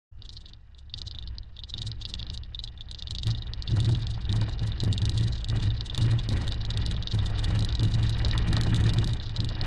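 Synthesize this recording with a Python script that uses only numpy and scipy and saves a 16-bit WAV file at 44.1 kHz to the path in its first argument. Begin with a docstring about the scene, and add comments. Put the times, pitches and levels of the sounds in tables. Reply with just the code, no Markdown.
"""On a rooftop at night, an earthquake shakes a camera on its mast. The mast sways and booms in surges,
and the joints of the housing crackle, creak and knock more and more as the tremor grows.
The main sound is a loose part of the mount, which clicks, rings and scrapes as it swings against its seat.
Everything comes through the structure, dry and nearly mono, over a faint hiss."""
import sys
import numpy as np
from scipy import signal
from scipy.fft import rfft, irfft, next_fast_len
from scipy.io import wavfile
from scipy.ndimage import map_coordinates

SR = 44100
rng = np.random.default_rng(int(sys.argv[2]) if len(sys.argv) > 2 else 0)


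def file_out(sig):
    """Save sig as 16-bit WAV at sys.argv[1]."""
    # one column per channel
    cols = np.atleast_2d(sig).T
    # limit, then scale
    lim = np.clip(cols, -1, 1)
    pcm = np.round(lim * 32767).astype(np.int16)
    wavfile.write(sys.argv[1], SR, pcm)


N = 426006

# How the loose part rings when hit. Each row: frequency in Hz, relative level in dB.
PART_RING = [(300, -16.5), (1800, -26.5), (2580, -25), (2900, -7.5), (3250, -7), (3560, 1.5), (3740, 4.5),
             (4000, 1.5), (4250, -3.5), (4780, -3), (5130, -9.5), (5250, -9.5), (5900, -16.5),
             (6500, -17.5), (7500, -20), (8300, -19), (11000, -27.5), (11850, -34.5), (13000, -33.5)]
# How the shell of the housing rings. Each row: frequency in Hz, relative level in dB.
SHELL_RING = [(150, -25.5), (400, 8.5), (650, 6.5), (980, 4), (1200, 4), (1750, 5), (1930, 5.5), (2060, -2),
              (2450, 3.5), (2650, -5), (2900, 3), (3800, -8.5), (5800, -30.5), (12500, -47)]
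STRONG_DB = -50  # the crackle level that counts as full shaking


def amp(db):
    """Turn decibels into a gain."""
    return 10 ** (np.asarray(db) / 20)


def unit(x):
    """Scale a signal to an average (rms) level of 1."""
    return x / np.sqrt(np.mean(x ** 2) + 1e-20)


def along(points, hz):
    """Read between (frequency, value) points on a logarithmic frequency scale."""
    freqs, values = np.transpose(points)
    return np.interp(np.log(hz + 1), np.log(freqs + 1), values)


def curve(points):
    """Join (seconds, value) points with straight lines, one value per sample."""
    times, values = np.transpose(points)
    return np.interp(np.arange(N) / SR, times, values)


def wobble(rate, step=16):
    """A smooth random curve through `rate` new values a second."""
    steps = np.arange(0, N + step, step)
    coarse = map_coordinates(rng.standard_normal(int(N * rate / SR) + 4), [steps * rate / SR])
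    return np.interp(np.arange(N), steps, coarse)


def filtered(x, response):
    """Filter x; `response` gives the gain at each frequency."""
    size = next_fast_len(N + SR // 2)
    return irfft(rfft(x, size) * response(np.fft.rfftfreq(size, 1 / SR)), size)[..., :N]


def resonance(hz, ring_hz, width_hz):
    """The response of a mode: one pitch at which an object likes to ring."""
    return 1j * hz * width_hz / (ring_hz ** 2 - hz ** 2 + 1j * hz * width_hz)


def treble_share(hz):
    """A ramp from 0 below the treble to 1 within it."""
    return along([(5000, 0), (6500, 1)], hz)


def struck(gain_db):
    """The ring of an object with this spectrum after one sharp tap, peaking at about 1."""
    cepstrum = irfft(np.log(amp(gain_db)))
    half = len(cepstrum) // 2
    # folding onto the first half puts all the ringing after the tap
    cepstrum[1:half] *= 2
    cepstrum[half + 1:] = 0
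    ring = irfft(np.exp(rfft(cepstrum)))
    return ring / np.abs(signal.hilbert(ring)).max()


def vibration(body, steadiness, memory_s):
    """A randomly shaken body with the given spectrum; friction evens out its swings over memory_s."""
    noise = rng.standard_normal(N)
    swing = unit(filtered(noise, lambda hz: amp(along(body, hz)) * (hz < body[-1][0])))
    window = signal.windows.hann(int(memory_s * SR) + 3)
    power = np.abs(signal.fftconvolve(swing ** 2, window / window.sum(), "same")) + .02
    return unit(swing / power ** (steadiness / 2))


def impacts(per_second, spread_db):
    """Tiny hits at random times and of uneven size."""
    sizes = amp(spread_db * np.clip(rng.standard_normal(N), -2, 2)) * rng.choice([-1, 1], N)
    return unit(sizes * (rng.random(N) < per_second / SR))


def shaking(attack_s=0.02, release_s=0.06):
    """Levels of boom, groan and crackle in dB: surges rise, hold and die away on top of a tremor."""
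    # The tremor under the surges. Each row: time in seconds, crackle level in dB.
    tremor = [(0.12, -82), (0.8, -73), (1.55, -69), (2.0, -62.5), (2.8, -65), (3.5, -57), (4.7, -52),
              (5.4, -55), (6.6, -49), (7.05, -52.5), (8.6, -44.5), (9.3, -52.5), (9.66, -46)]
    # Surges of shaking. Each row: start and length in seconds, then boom, groan and crackle in dB.
    surges = [(0.175, 0.36, -51.5, -61.5, -69), (0.93, 0.14, -42.5, -57.5, -65.5),
              (1.136, 0.24, -47.5, -58, -63.5), (1.734, 0.16, -37, -49.5, -61), (2.07, 0.26, -43, -51, -61),
              (2.606, 0.071, -50, -62, -66), (3.093, 0.1, -36, -50, -83), (3.26, 0.014, -24, -38.5, -49.5),
              (3.694, 0.25, -22, -39.5, -51), (3.994, .2, -36.5, -55, -83), (4.288, 0.14, -27, -36.5, -50),
              (4.61, 0.024, -27.5, -39, -52.5), (4.828, 0.084, -22, -35.5, -49.5),
              (5.004, 0.27, -25, -39, -51), (5.496, 0.088, -26, -36.5, -47),
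              (5.615, 0.072, -25.5, -42, -50), (5.977, 0.16, -22.5, -38, -47),
              (6.294, 0.064, -20, -35, -48.5), (6.379, 0.074, -25, -39.5, -46.5),
              (6.74, 0.21, -30, -41.5, -51.5), (7.128, 0.034, -22.5, -38, -49.5),
              (7.216, 0.32, -32, -45, -49.5), (7.475, 0.16, -28, -37, -48),
              (7.786, 0.07, -21.5, -35, -49.5), (7.941, 0.094, -24.5, -37, -48.5),
              (8.204, 0.25, -31.5, -42, -47), (8.463, 0.14, -29.5, -32, -49.5),
              (8.661, 0.27, -22.5, -34, -47), (8.966, 0.11, -22, -35, -47.5),
              (9.39, 0.059, -24.5, -38.5, -55), (9.61, 0.082, -28, -45, -45.5)]
    t = np.arange(N) / SR
    tremor_db = curve(tremor)
    power = amp([tremor_db + 14, tremor_db + 5, tremor_db]) ** 2  # boom, groan, crackle
    for s, length, *levels_db in surges:
        span = slice(*np.searchsorted(t, [s - attack_s, s + length + 10 * release_s]))
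        age = t[span] - s
        swell = np.clip(age / attack_s + .5, 0, 1) * np.exp(-np.maximum(age - length, 0) / release_s)
        power[:, span] += np.outer(amp(levels_db), swell) ** 2
    return 10 * np.log10(power)


def night_hiss(level_db=-75):
    """The faint, even background hiss of the night."""
    # The tone of the hiss. Each row: frequency in Hz, relative level in dB.
    spectrum = [(100, -4), (500, -4.5), (1900, -5), (2100, -22.5), (2550, -13), (2800, -4.5), (3500, -24),
                (5000, -17), (7000, -23.5), (12000, -42)]
    return amp(level_db) * unit(filtered(rng.standard_normal(N), lambda hz: amp(along(spectrum, hz))))


def mast_sway(crackle_db, smoothing_s=0.16):
    """The heavy mast follows the shaking slowly, with a very deep rumble."""
    # The tone of the sway. Each row: frequency in Hz, relative level in dB.
    body = [(6, -30.5), (12, 5), (20, -3), (29, 4.5), (40, 0), (52, -9), (80, -6.5), (200, -108)]
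    window = signal.windows.hann(int(smoothing_s * SR))
    power = np.abs(signal.fftconvolve(amp(crackle_db) ** 2, window / window.sum(), "same"))
    sway_db = -33.5 + 0.75 * (10 * np.log10(power) - STRONG_DB)
    return amp(sway_db) * vibration(body, steadiness=0.88, memory_s=0.18)


def mast_drone():
    """The mast's low mode: pure in small swings, lower and rougher when large ones make the joints slip."""
    # The drone builds and fades at its own pace. Each row: time in seconds, level in dB.
    levels = [(0.3, -44.5), (0.6, -53), (1.3, -39), (1.65, -46.5), (2.2, -39), (2.95, -42.5), (3.3, -36.5),
              (4.8, -34.5), (5.6, -31.5), (5.9, -38), (6.5, -33.5), (7.1, -32), (7.5, -31.5), (8.9, -29),
              (9.66, -59)]
    # Its tone with tight joints. Each row: frequency in Hz, relative level in dB.
    tight_body = [(35, -24.5), (58, -25), (64, -18), (66, -8.5), (68.5, -6), (74, -32.5), (110, -23.5)]
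    # Its tone with slipping joints. Each row: frequency in Hz, relative level in dB.
    loose_body = [(35, -16.5), (50, -8), (60, 4), (65, 0), (72, -5), (110, -54)]
    drone_db = curve(levels)
    slip = np.clip((drone_db + 42.5) / 5, 0, 1)
    tight = vibration(tight_body, steadiness=0.87, memory_s=0.3)
    loose = vibration(loose_body, steadiness=0.67, memory_s=0.59)
    return amp(drone_db) * (np.sqrt(1 - slip) * tight + np.sqrt(slip) * loose)


def mast_boom(boom_db, tone_share=0.59):
    """The mast's second mode booms in each surge: a throbbing tone with noise around it."""
    # The pitch shifts as the joints bind and slip. Each row: time in seconds, pitch in Hz.
    pitches = [(1.8, 105), (3.3, 115), (3.75, 109), (4.0, 114), (4.3, 104), (4.85, 108), (5.12, 105),
               (5.25, 116), (5.55, 109), (6.15, 113), (6.9, 108), (7.3, 101), (8.15, 114), (8.7, 107),
               (9.4, 113)]
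    # The noise around the tone. Each row: frequency in Hz, relative level in dB.
    body = [(50, -52), (78, -15.5), (95, -9), (105, -7), (113, -4), (120, -10), (131, -12), (150, -41.5),
            (260, -42)]
    pitch_hz = curve(pitches) + 3.526 * wobble(30)
    throb = amp(1.3 * wobble(22))
    tone = unit(np.sin(2 * np.pi * np.cumsum(pitch_hz) / SR) * throb)
    noise = vibration(body, steadiness=1.0, memory_s=0.1)
    return amp(boom_db) * (np.sqrt(tone_share) * tone + np.sqrt(1 - tone_share) * noise)


def mast_groan(groan_db):
    """The mast's upper modes groan as it is shaken."""
    # The tone of the groan. Each row: frequency in Hz, relative level in dB.
    body = [(100, -13), (145, -3), (172, 4), (205, -7), (235, -7), (262, -11.5), (310, -8), (380, -16.5),
            (480, -21), (900, -59)]
    return amp(groan_db) * vibration(body, steadiness=0.34, memory_s=0.089)


def stiff_mount(swing, limit_db=-17.5):
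    """The mount stiffens at the largest swings and rounds them off."""
    return swing / (1 + np.abs(swing / amp(limit_db)) ** 4) ** (1 / 4)


def mast_thuds(size=4096):
    """The mast hits its stops; each dull push rings its upper modes."""
    # Hits on the stops. Each row: start in seconds, peak level in dB.
    hits = [(4.617, -36), (4.835, -23), (4.877, -26), (5.212, -34), (5.531, -30), (6.289, -27.5),
            (6.322, -24.5), (7.148, -27), (8.523, -30), (8.813, -27)]
    # The tone of a thud. Each row: frequency in Hz, relative level in dB.
    body = [(90, -17.5), (175, 2), (240, 0.5), (320, -0.5), (450, -8), (800, -18.5), (2500, -48)]
    ring = struck(along(body, np.fft.rfftfreq(size, 1 / SR)))
    out = np.zeros(N + size)
    for s, db in hits:
        out[round(s * SR):][:size] += amp(db) * ring
    return out[:N]


def housing_crackle(crackle_db, split_hz=1200, size=1024):
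    """Rubbing joints make the shell crackle; a low and a high set flare up, partly on their own."""
    shell = struck(along(SHELL_RING, np.fft.rfftfreq(size, 1 / SR)))
    shared_flare_db = 1.65 * wobble(55)

    def joints():
        friction = unit(impacts(per_second=500, spread_db=4.0) + 0.99 * rng.standard_normal(N))
        return friction * amp(shared_flare_db + 4.5 * np.minimum(wobble(80), 1))

    low_share = lambda hz: 1 / (1 + (hz / split_hz) ** 4)
    low = filtered(joints(), lambda hz: np.sqrt(low_share(hz)))
    high = filtered(joints(), lambda hz: np.sqrt(1 - low_share(hz)))
    return amp(crackle_db - 0.8) * unit(signal.fftconvolve(low + high, shell)[:N])


def housing_creaks(crackle_db):
    """Slipping joints set single panel modes ringing, each in its own short flares."""
    # Panel modes. Each row: pitch in Hz, width in Hz, level in dB compared with the crackle.
    modes = [(738, 270, -11.5), (946, 184, -15), (1674, 340, -15), (1908, 127, -11.5), (2426, 160, -19),
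             (2872, 230, -11)]
    out = np.zeros(N)
    for ring_hz, width_hz, db in modes:
        slips = impacts(per_second=400, spread_db=2.5) * amp(3.5 * np.minimum(wobble(40), 1))
        out += amp(db) * unit(filtered(slips, lambda hz: resonance(hz, ring_hz, width_hz) ** 2))
    return amp(crackle_db) * out


def housing_knocks(size=2048):
    """Panels bump together: a short, rough push rings the shell, most of all near one pitch."""
    # Dull knocks. Each row: start in seconds, relative level in dB, pitch in Hz.
    bumps = [(3.769, -22.5, 800), (3.892, -23.5, 840), (4.176, -28, 910), (4.335, -28, 900),
             (4.415, -22, 855), (4.48, -24.5, 765), (5.524, -26, 1310), (5.551, -31, 599),
             (5.976, -25.5, 1010), (6.115, -25.5, 1640), (6.326, -27, 620), (6.359, -25.5, 1970),
             (7.503, -22.5, 840), (7.549, -26, 560), (8.201, -20.5, 1810), (8.331, -18, 1850),
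             (8.35, -19, 1030), (8.527, -20, 1870), (8.569, -14.5, 1030), (8.6, -20, 1820),
             (8.662, -22, 746), (8.73, -20.5, 1390), (8.856, -21.5, 1850), (8.959, -23.5, 720),
             (9.029, -23, 960)]
    hz, t = np.fft.rfftfreq(size, 1 / SR), np.arange(size) / SR
    shell = rfft(struck(along(SHELL_RING, hz)))
    envelope = amp(-60 * t / 0.051) * (1 - np.exp(-t / 0.00021))
    out = np.zeros(N + size)
    for s, db, ring_hz in bumps:
        push = rng.standard_normal(size) * envelope
        knock = irfft(rfft(push) * resonance(hz, ring_hz, width_hz=420) * shell)
        out[round(s * SR):][:size] += amp(db - 9.0) * knock / np.abs(knock).max()
    return out[:N]


def fine_rattle(crackle_db, boom_db, slide_db=-48, jolt_db=-28.5, size=1024):
    """The loose part taps lightly; in strong shaking it scrapes on its seat without a break."""
    # The tone of the brightest scraping. 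Each row: frequency in Hz, boost or cut in dB.
    bright_tilt = [(5000, -1.5), (6000, 1.5), (9000, 1), (12000, -17)]
    dull_tilt = [(4200, 8.5), (5300, 10.0), (8000, -17.0)]  # the same for light contacts
    hz = np.fft.rfftfreq(size, 1 / SR)
    sliding = amp(-12.5 * np.log10(1 + amp(slide_db - crackle_db) ** 2))  # fades below slide_db
    pressure = amp(7.4 * np.clip(wobble(110), -2, 1.5) + 2.8 * wobble(25))
    taps = impacts(per_second=110, spread_db=2.0) * pressure
    rubbing = impacts(per_second=2400, spread_db=8.5) * pressure
    soft_ring = struck(along(PART_RING, hz) + along(dull_tilt, hz))
    hard_ring = struck(along(PART_RING, hz) + along(bright_tilt, hz))
    tapping = unit(signal.fftconvolve(taps, soft_ring)[:N])
    dull, bright = [unit(signal.fftconvolve(rubbing, ring)[:N]) for ring in (soft_ring, hard_ring)]
    jolt = np.clip(boom_db - jolt_db, 0, 1)  # the scraping brightens in each jolt
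    scraping = (1 - jolt) * dull + jolt * bright
    return sliding * (amp(-50) * sliding * tapping + amp(-48.5) * scraping)


def part_contacts(crackle_db, swing_s=.041, touch_chance=.5, seated_db=-52, max_swings=12):
    """List the loose part's blows, clinks and scrapes, and add random light touches in the gaps."""
    # Hard blows. Each row: time in seconds, level in dB, chatter in dB compared with that level,
    # bandwidth in Hz (higher is brighter), boost of the upper modes in dB.
    blows = [(0.2215, -27, -24.0, 5270, 3), (0.2924, -24.5, -19, 6700.0, -1.0),
             (0.371, -29.5, -9.5, 5400, 2), (0.4589, -30.5, -15.5, 5070.0, 2),
             (0.5344, -30.5, -24, 5350, 4), (0.7475, -40.5, -29, 4420.0, 3), (0.9395, -16, -22, 5270.0, 5),
             (1.0172, -17.5, -29.0, 7100.0, 3), (1.112, -22.5, -20, 5200.0, 4),
             (1.2748, -26.0, -19, 5060, 6), (1.384, -20.5, -38.0, 5900, 10.0),
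             (1.5667, -31.5, -17.5, 5200, 2), (1.6365, -21.0, -19.5, 5030, 1), (1.7811, -20, -16, 6740, 0),
             (1.8188, -17.5, -17.5, 7650, -2), (1.9163, -19.5, -32, 5500.0, 4),
             (2.0523, -15.5, -19, 5240.0, 5), (2.139, -14.5, -20, 7500, 2.0),
             (2.195, -25.0, -10.5, 5260.0, 2), (2.2286, -18.5, -37.0, 5100, 3),
             (2.2673, -28.0, -24.0, 5160, -9), (2.3006, -19, -31, 6600.0, 5),
             (2.3756, -20.5, -33.0, 7160.0, 2.0), (2.4349, -29.5, -21, 5440, 1),
             (2.6388, -21.5, -16, 7600.0, -1.5), (2.913, -22.5, -20.0, 8340, -3),
             (2.947, -21.5, -24, 6660.0, 3), (3.0235, -19.5, -20, 6650.0, 3),
             (3.0723, -20.5, -18, 5000.0, 1.0), (3.109, -18, -19, 8000.0, -4.5),
             (3.15, -20, -18.5, 7500.0, -2), (3.1851, -16, -21, 7000, 3.0),
             (3.2328, -18.5, -16.0, 7600, -1), (3.2702, -18, -22, 10300.0, 2),
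             (3.4707, -32, -14.5, 5200.0, -9), (3.5356, -17, -33.0, 6460, 6), (3.6236, -18.5, -27, 7600, 6),
             (3.6769, -18, -16, 5000.0, 2.0), (3.8027, -18, -20.5, 9300, -1),
             (3.8465, -23, -21, 8340.0, -2), (3.8575, -30, -7.5, 7840, 1), (3.8914, -25, -14.5, 9050, 0),
             (3.9505, -20.5, -16.5, 6600, -3), (4.0691, -20, -30.0, 7700, 4),
             (4.2529, -30.5, -15.5, 5840, -4), (4.3271, -16.5, -35.0, 8230, 0.0),
             (4.4135, -20.5, -23, 8400, 4), (4.5937, -24.0, -23, 6940.0, 1), (4.803, -17, -19.5, 7460, -4),
             (4.837, -21, -30.0, 12800.0, 0), (4.9281, -15.5, -18.5, 8900.0, -1),
             (4.979, -17.5, -20.5, 8400, -2.0), (5.0184, -20.5, -20, 8250.0, 1.0),
             (5.0544, -16.5, -19.5, 8500, -2), (5.095, -14.5, -38, 8950.0, 0.5),
             (5.1778, -18, -15.5, 9000.0, 0), (5.2094, -26.0, -21, 8750, -4),
             (5.2812, -26.5, -10.5, 8340.0, 1.0), (5.3804, -28.5, -14, 7500.0, 1),
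             (5.4446, -18.5, -30.0, 7740, 1.0), (5.4863, -23, -21, 8500, -4.0),
             (5.4998, -18.0, -37, 7760, 1), (5.8091, -15, -35, 6440, 1), (5.947, -18.5, -18.0, 8450.0, 2.0),
             (5.978, -15.5, -21, 10900.0, 0.0), (6.1138, -26, -12, 9000.0, -4),
             (6.1933, -25, -10, 7200, -5), (6.2898, -17.5, -32, 10100.0, 7),
             (6.4177, -27.0, -13, 8800.0, 3.0), (6.4791, -20, -17.5, 9400, -4),
             (6.522, -17, -24, 7650, 1.0), (6.5437, -26.5, -28, 7360.0, -5.0),
             (6.651, -22.5, -20, 7200.0, -6.0), (6.7051, -17.5, -17, 7750, 0.0),
             (6.7739, -15.5, -38.0, 9000.0, 1), (6.8632, -15, -36, 9300, 3), (6.9124, -20, -16.5, 8700, -6),
             (6.9656, -26, -17, 6000.0, -9), (7.0252, -20.5, -18.5, 6700, -2),
             (7.073, -14.0, -21.5, 6000, 0), (7.118, -23, -7.5, 7040, 1), (7.265, -30.0, -4.5, 9000.0, 1),
             (7.3925, -24.5, -11.0, 8300, -3.0), (7.443, -20.5, -12.5, 9500.0, 1.0),
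             (7.5917, -20, -25, 9150, -5), (7.6069, -24, -22.0, 7800.0, 5.0),
             (7.6249, -21.5, -28, 8400.0, -7.0), (7.648, -15.5, -35.0, 9400, -2.0),
             (7.6894, -21.5, -21.5, 7160, -4.0), (7.7256, -20, -29, 7100, 1),
             (7.752, -18, -19.5, 7300.0, -5), (7.795, -17.5, -26, 7100, 0.0),
             (7.8327, -19.0, -22.0, 10000.0, -3), (7.8512, -26, -14.5, 8000.0, -7.0),
             (8.0308, -24.5, -16.5, 9350, -1), (8.0948, -20.0, -17.5, 10600.0, -2),
             (8.1289, -28, -11, 6500.0, -3), (8.1473, -26, -23, 5600.0, -8), (8.2486, -14, -20.5, 7000, -2),
             (8.2835, -25, -15, 8450, -3), (8.3121, -14.5, -43.0, 6500, -1), (8.3783, -15, -24, 9300, 0),
             (8.5297, -16.0, -35, 10300.0, 0), (8.5672, -12.5, -46, 7640, 0),
             (8.6122, -15, -41, 10500.0, 2), (8.6353, -19, -20.5, 9000, -1.0),
             (8.745, -16.5, -43, 9900.0, -6), (8.8398, -23.5, -20, 8660, -9),
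             (8.893, -19.5, -20.5, 8600.0, -1.0), (8.936, -18.5, -27, 10500, 1),
             (8.986, -16, -40.0, 8060.0, -3.0), (9.0438, -18, -37.0, 10000.0, 3),
             (9.075, -20.0, -36, 11450.0, 5), (9.1342, -22.5, -18.5, 8800, -6),
             (9.2943, -27.5, -20, 7600, 0.0), (9.3632, -18.5, -17, 7500.0, -1),
             (9.404, -13.5, -29, 7100, 0), (9.4464, -20.5, -29, 8950, 0), (9.49, -19, -20.5, 7400, 3.0),
             (9.613, -14.5, -40.0, 5140.0, 3.5)]
    # Soft blows that mostly ring the main mode. Each row: time in seconds, level in dB.
    clinks = [(0.897, -38), (1.1485, -27.5), (1.1865, -22.5), (1.2252, -31.5), (1.432, -40), (1.591, -28.5),
              (1.739, -18.5), (2.5472, -23.5), (2.5914, -21), (2.676, -26), (2.776, -37), (2.8085, -25.5),
              (2.8865, -33), (3.349, -25), (3.4222, -25), (4.293, -22.5), (4.72, -25.5), (5.704, -24),
              (5.8983, -22), (7.1895, -22), (9.2, -25)]
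    # Grazing contacts that skitter along the seat. Each row: time in seconds, level in dB, bandwidth in Hz.
    scrapes = [(0.257, -44.5, 7400), (0.334, -43.5, 8150), (0.414, -49, 7900), (0.492, -47, 7300),
               (0.791, -49, 7860), (0.985, -35.5, 7500), (1.074, -34, 7200), (1.699, -36.5, 7500),
               (1.873, -32.5, 8140), (2.02, -34, 7060), (2.097, -36, 8300), (2.344, -36, 8300),
               (2.994, -35.5, 6800), (3.312, -29.5, 7000.0), (3.381, -38.0, 5140), (3.768, -38, 9000),
               (3.923, -38.5, 8550), (4.109, -38.5, 8400.0), (4.364, -37, 9200), (4.53, -40.5, 7200),
               (4.633, -42, 8100.0), (4.674, -37.5, 9600), (5.237, -36, 8500.0), (5.331, -36, 7260),
               (5.357, -39, 7300), (5.565, -38.5, 8500.0), (5.64, -41, 7800.0), (5.673, -40, 6100.0),
               (5.746, -44, 5230), (5.77, -43, 5200), (5.864, -35, 8400), (6.028, -33.5, 8950),
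               (6.239, -44.5, 8560), (6.375, -39, 9600), (6.614, -41, 5900.0), (6.747, -48, 7100),
               (6.818, -35, 4900), (7.149, -37, 9600), (7.354, -42, 6000.0), (7.489, -42, 8500.0),
               (7.509, -41, 8460), (7.557, -39, 9400.0), (7.915, -39.0, 8400.0), (7.945, -32.5, 7900.0),
               (7.994, -42, 8100.0), (8.067, -37, 7300), (8.226, -48, 7800.0), (8.425, -41, 6700.0),
               (8.483, -38.5, 9100.0), (8.672, -37.5, 7800.0), (8.7, -42, 8800), (8.766, -31, 9800),
               (8.808, -37, 9500.0), (8.867, -37, 8500.0), (9.02, -41, 7850), (9.268, -40.5, 6400.0),
               (9.589, -47, 5800.0)]
    rows = list(blows)  # every contact gets the same five columns as a blow
    rows += [(s, db, -19, 4240, 0) for s, db in clinks]
    rows += [(s, db, -1, band_hz, 0) for s, db, band_hz in scrapes]
    times = sorted(row[0] for row in rows)
    for start, end in zip(times, times[1:]):
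        swings = np.linspace(start, end, max(round((end - start) / swing_s), 1) + 1)[1:-1]
        scatter = np.clip(rng.standard_normal((max_swings, 4)), -2, 2)
        for s, miss, (late, force, graze, bright) in zip(swings, rng.random(max_swings), scatter):
            if miss > touch_chance:
                continue
            shake_db = crackle_db[round(s * SR)]  # stronger shaking makes a touch louder and brighter
            db = -35.5 + 2 * force + 2 * min(shake_db - seated_db, 0)
            band_hz = 8050 * 2 ** (0.045 * (shake_db - STRONG_DB) + 0.18 * bright)
            rows.append((s + .004 * late, db, -9 + 6 * graze, band_hz, 0))
    return rows


def contact_ring(hz, band_hz, upper_db, detune, snap_hz=7060, main_mode_hz=3600):
    """The spectrum of one contact: a hard one snaps far into the treble, a soft one tinks in one mode."""
    reach_hz = band_hz * max(band_hz / snap_hz, 1) ** 0.69
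    rolloff_db = 10 * np.log10(1 + (hz / reach_hz) ** 16)
    hardness_db = np.maximum(12 * np.log2(band_hz / 8000) * treble_share(hz) - rolloff_db, -45)
    softness = np.clip((5000 - band_hz) / 1200, 0, 1)
    tink_db = 11 * softness / (1 + ((hz - main_mode_hz) / 190) ** 2)
    # where the part is hit decides how much its upper modes ring
    upper_modes = along([(3900, 0), (4500, 1), (5200, 1), (6500, 0)], hz)
    return rfft(struck(along(PART_RING, hz * detune) + hardness_db + tink_db + upper_db * upper_modes))


def loose_part(crackle_db, size=3600, skitters=5):
    """The part strikes, bounces twice, skitters and scrapes; gives a middle and a side (stereo) signal."""
    # Rubbing is brighter than a blow. Each row: frequency in Hz, boost in dB.
    rub_tilt = [(5000, 3.5), (6000, 6.5), (9000, 4.5), (12000, 0)]
    # Stereo spread of scrape and splash. Each row: frequency in Hz, side compared with middle in dB.
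    width = [(2500, -53.5), (3800, -46), (4800, -25), (8000, -22.5)]
    hz = np.fft.rfftfreq(size, 1 / SR)
    lead = size // 3  # room for the sound just before the blow
    t = (np.arange(size) - lead) / SR
    treble = treble_share(hz)
    rub_floor = amp(along(PART_RING, hz) - 12) / (1 + (hz / 7500) ** 10)
    out = np.zeros((2, N + 2 * size))
    for s, db, chatter_db, band_hz, upper_db in part_contacts(crackle_db):
        when, strength, hop, sign = rng.random((4, skitters))
        noise = rng.standard_normal((3, size))
        detune = 1 + 0.12 * (hop[3] - .5)  # the point of contact shifts the ring a little
        ring = contact_ring(hz, band_hz, upper_db, detune)
        # a clean blow skitters mostly afterwards; a grazing one on the way in as well
        grazing = np.clip((chatter_db + 22.0) / 13, .08, 1)
        skitter_s = .015 * (when - grazing / 2)
        skitter_gains = amp(chatter_db + 4.5 + 3.7 * strength) * np.sign(sign - .5)
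        bounce_s = np.cumsum(.0008 + .0011 * hop[:2])
        bounce_db = np.interp(chatter_db, [-38, -18], [-11, -6]) + 5 * (hop[2] - .5)
        delays = np.r_[0, bounce_s, skitter_s] + lead / SR
        gains = np.r_[1, amp(bounce_db), amp(bounce_db - 5), skitter_gains]
        hits = gains @ np.exp(-2j * np.pi * np.outer(delays, hz))  # the spectrum of all these taps
        # the many high modes blur into a short splash
        splash = rfft(amp(-19.5 - 60 * np.abs(t) / 0.027) * (t > 0) * noise[0]) * treble
        # the part slides along its seat before and after the blow
        lead_in = np.where(t > 0, 1, max(grazing, 0.12))
        slide = amp(chatter_db - 18.5) * np.exp(-np.abs(t) / 0.0079) * lead_in
        scrape_mid, scrape_side = rfft(slide * noise[1:]) * amp(6.4 * treble + along(rub_tilt, hz))
        # even a soft contact rubs with some treble
        rub_tone = np.maximum(np.abs(ring), np.abs(ring).max() * rub_floor)
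        mid = ring * (hits * amp(-3 * treble) + splash) + rub_tone * scrape_mid
        side = (rub_tone * scrape_side + 1j * ring * splash) * amp(along(width, hz))
        start = round(s * SR)
        out[:, start:start + size] += amp(db - 1.97) * irfft(np.array([mid, side]))
    return out[:, lead:lead + N]


def scene():
    """Mix the shaking structure in the middle; only the loose part spreads a little to the sides."""
    boom_db, groan_db, crackle_db = shaking()
    rattle = fine_rattle(crackle_db, boom_db)
    housing = housing_crackle(crackle_db) + housing_creaks(crackle_db) + housing_knocks()
    swing = mast_sway(crackle_db) + mast_drone() + mast_boom(boom_db)
    mast = stiff_mount(swing) + mast_groan(groan_db) + mast_thuds()
    clicks, side = loose_part(crackle_db)
    mid = night_hiss() + mast + housing + rattle + clicks
    return np.array([mid + side, mid - side])


def record(dry):
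    """The microphone opens just after the start and cuts off the highest treble."""
    open_s, fade_s, top_hz = 0.1207, 0.013, 13300
    opened = np.clip((np.arange(N) / SR - open_s) / fade_s + .5, 0, 1)
    return filtered(dry * opened, lambda hz: 1 / (1 + (hz / top_hz) ** 60))


dry = scene()
out = record(dry)
file_out(out)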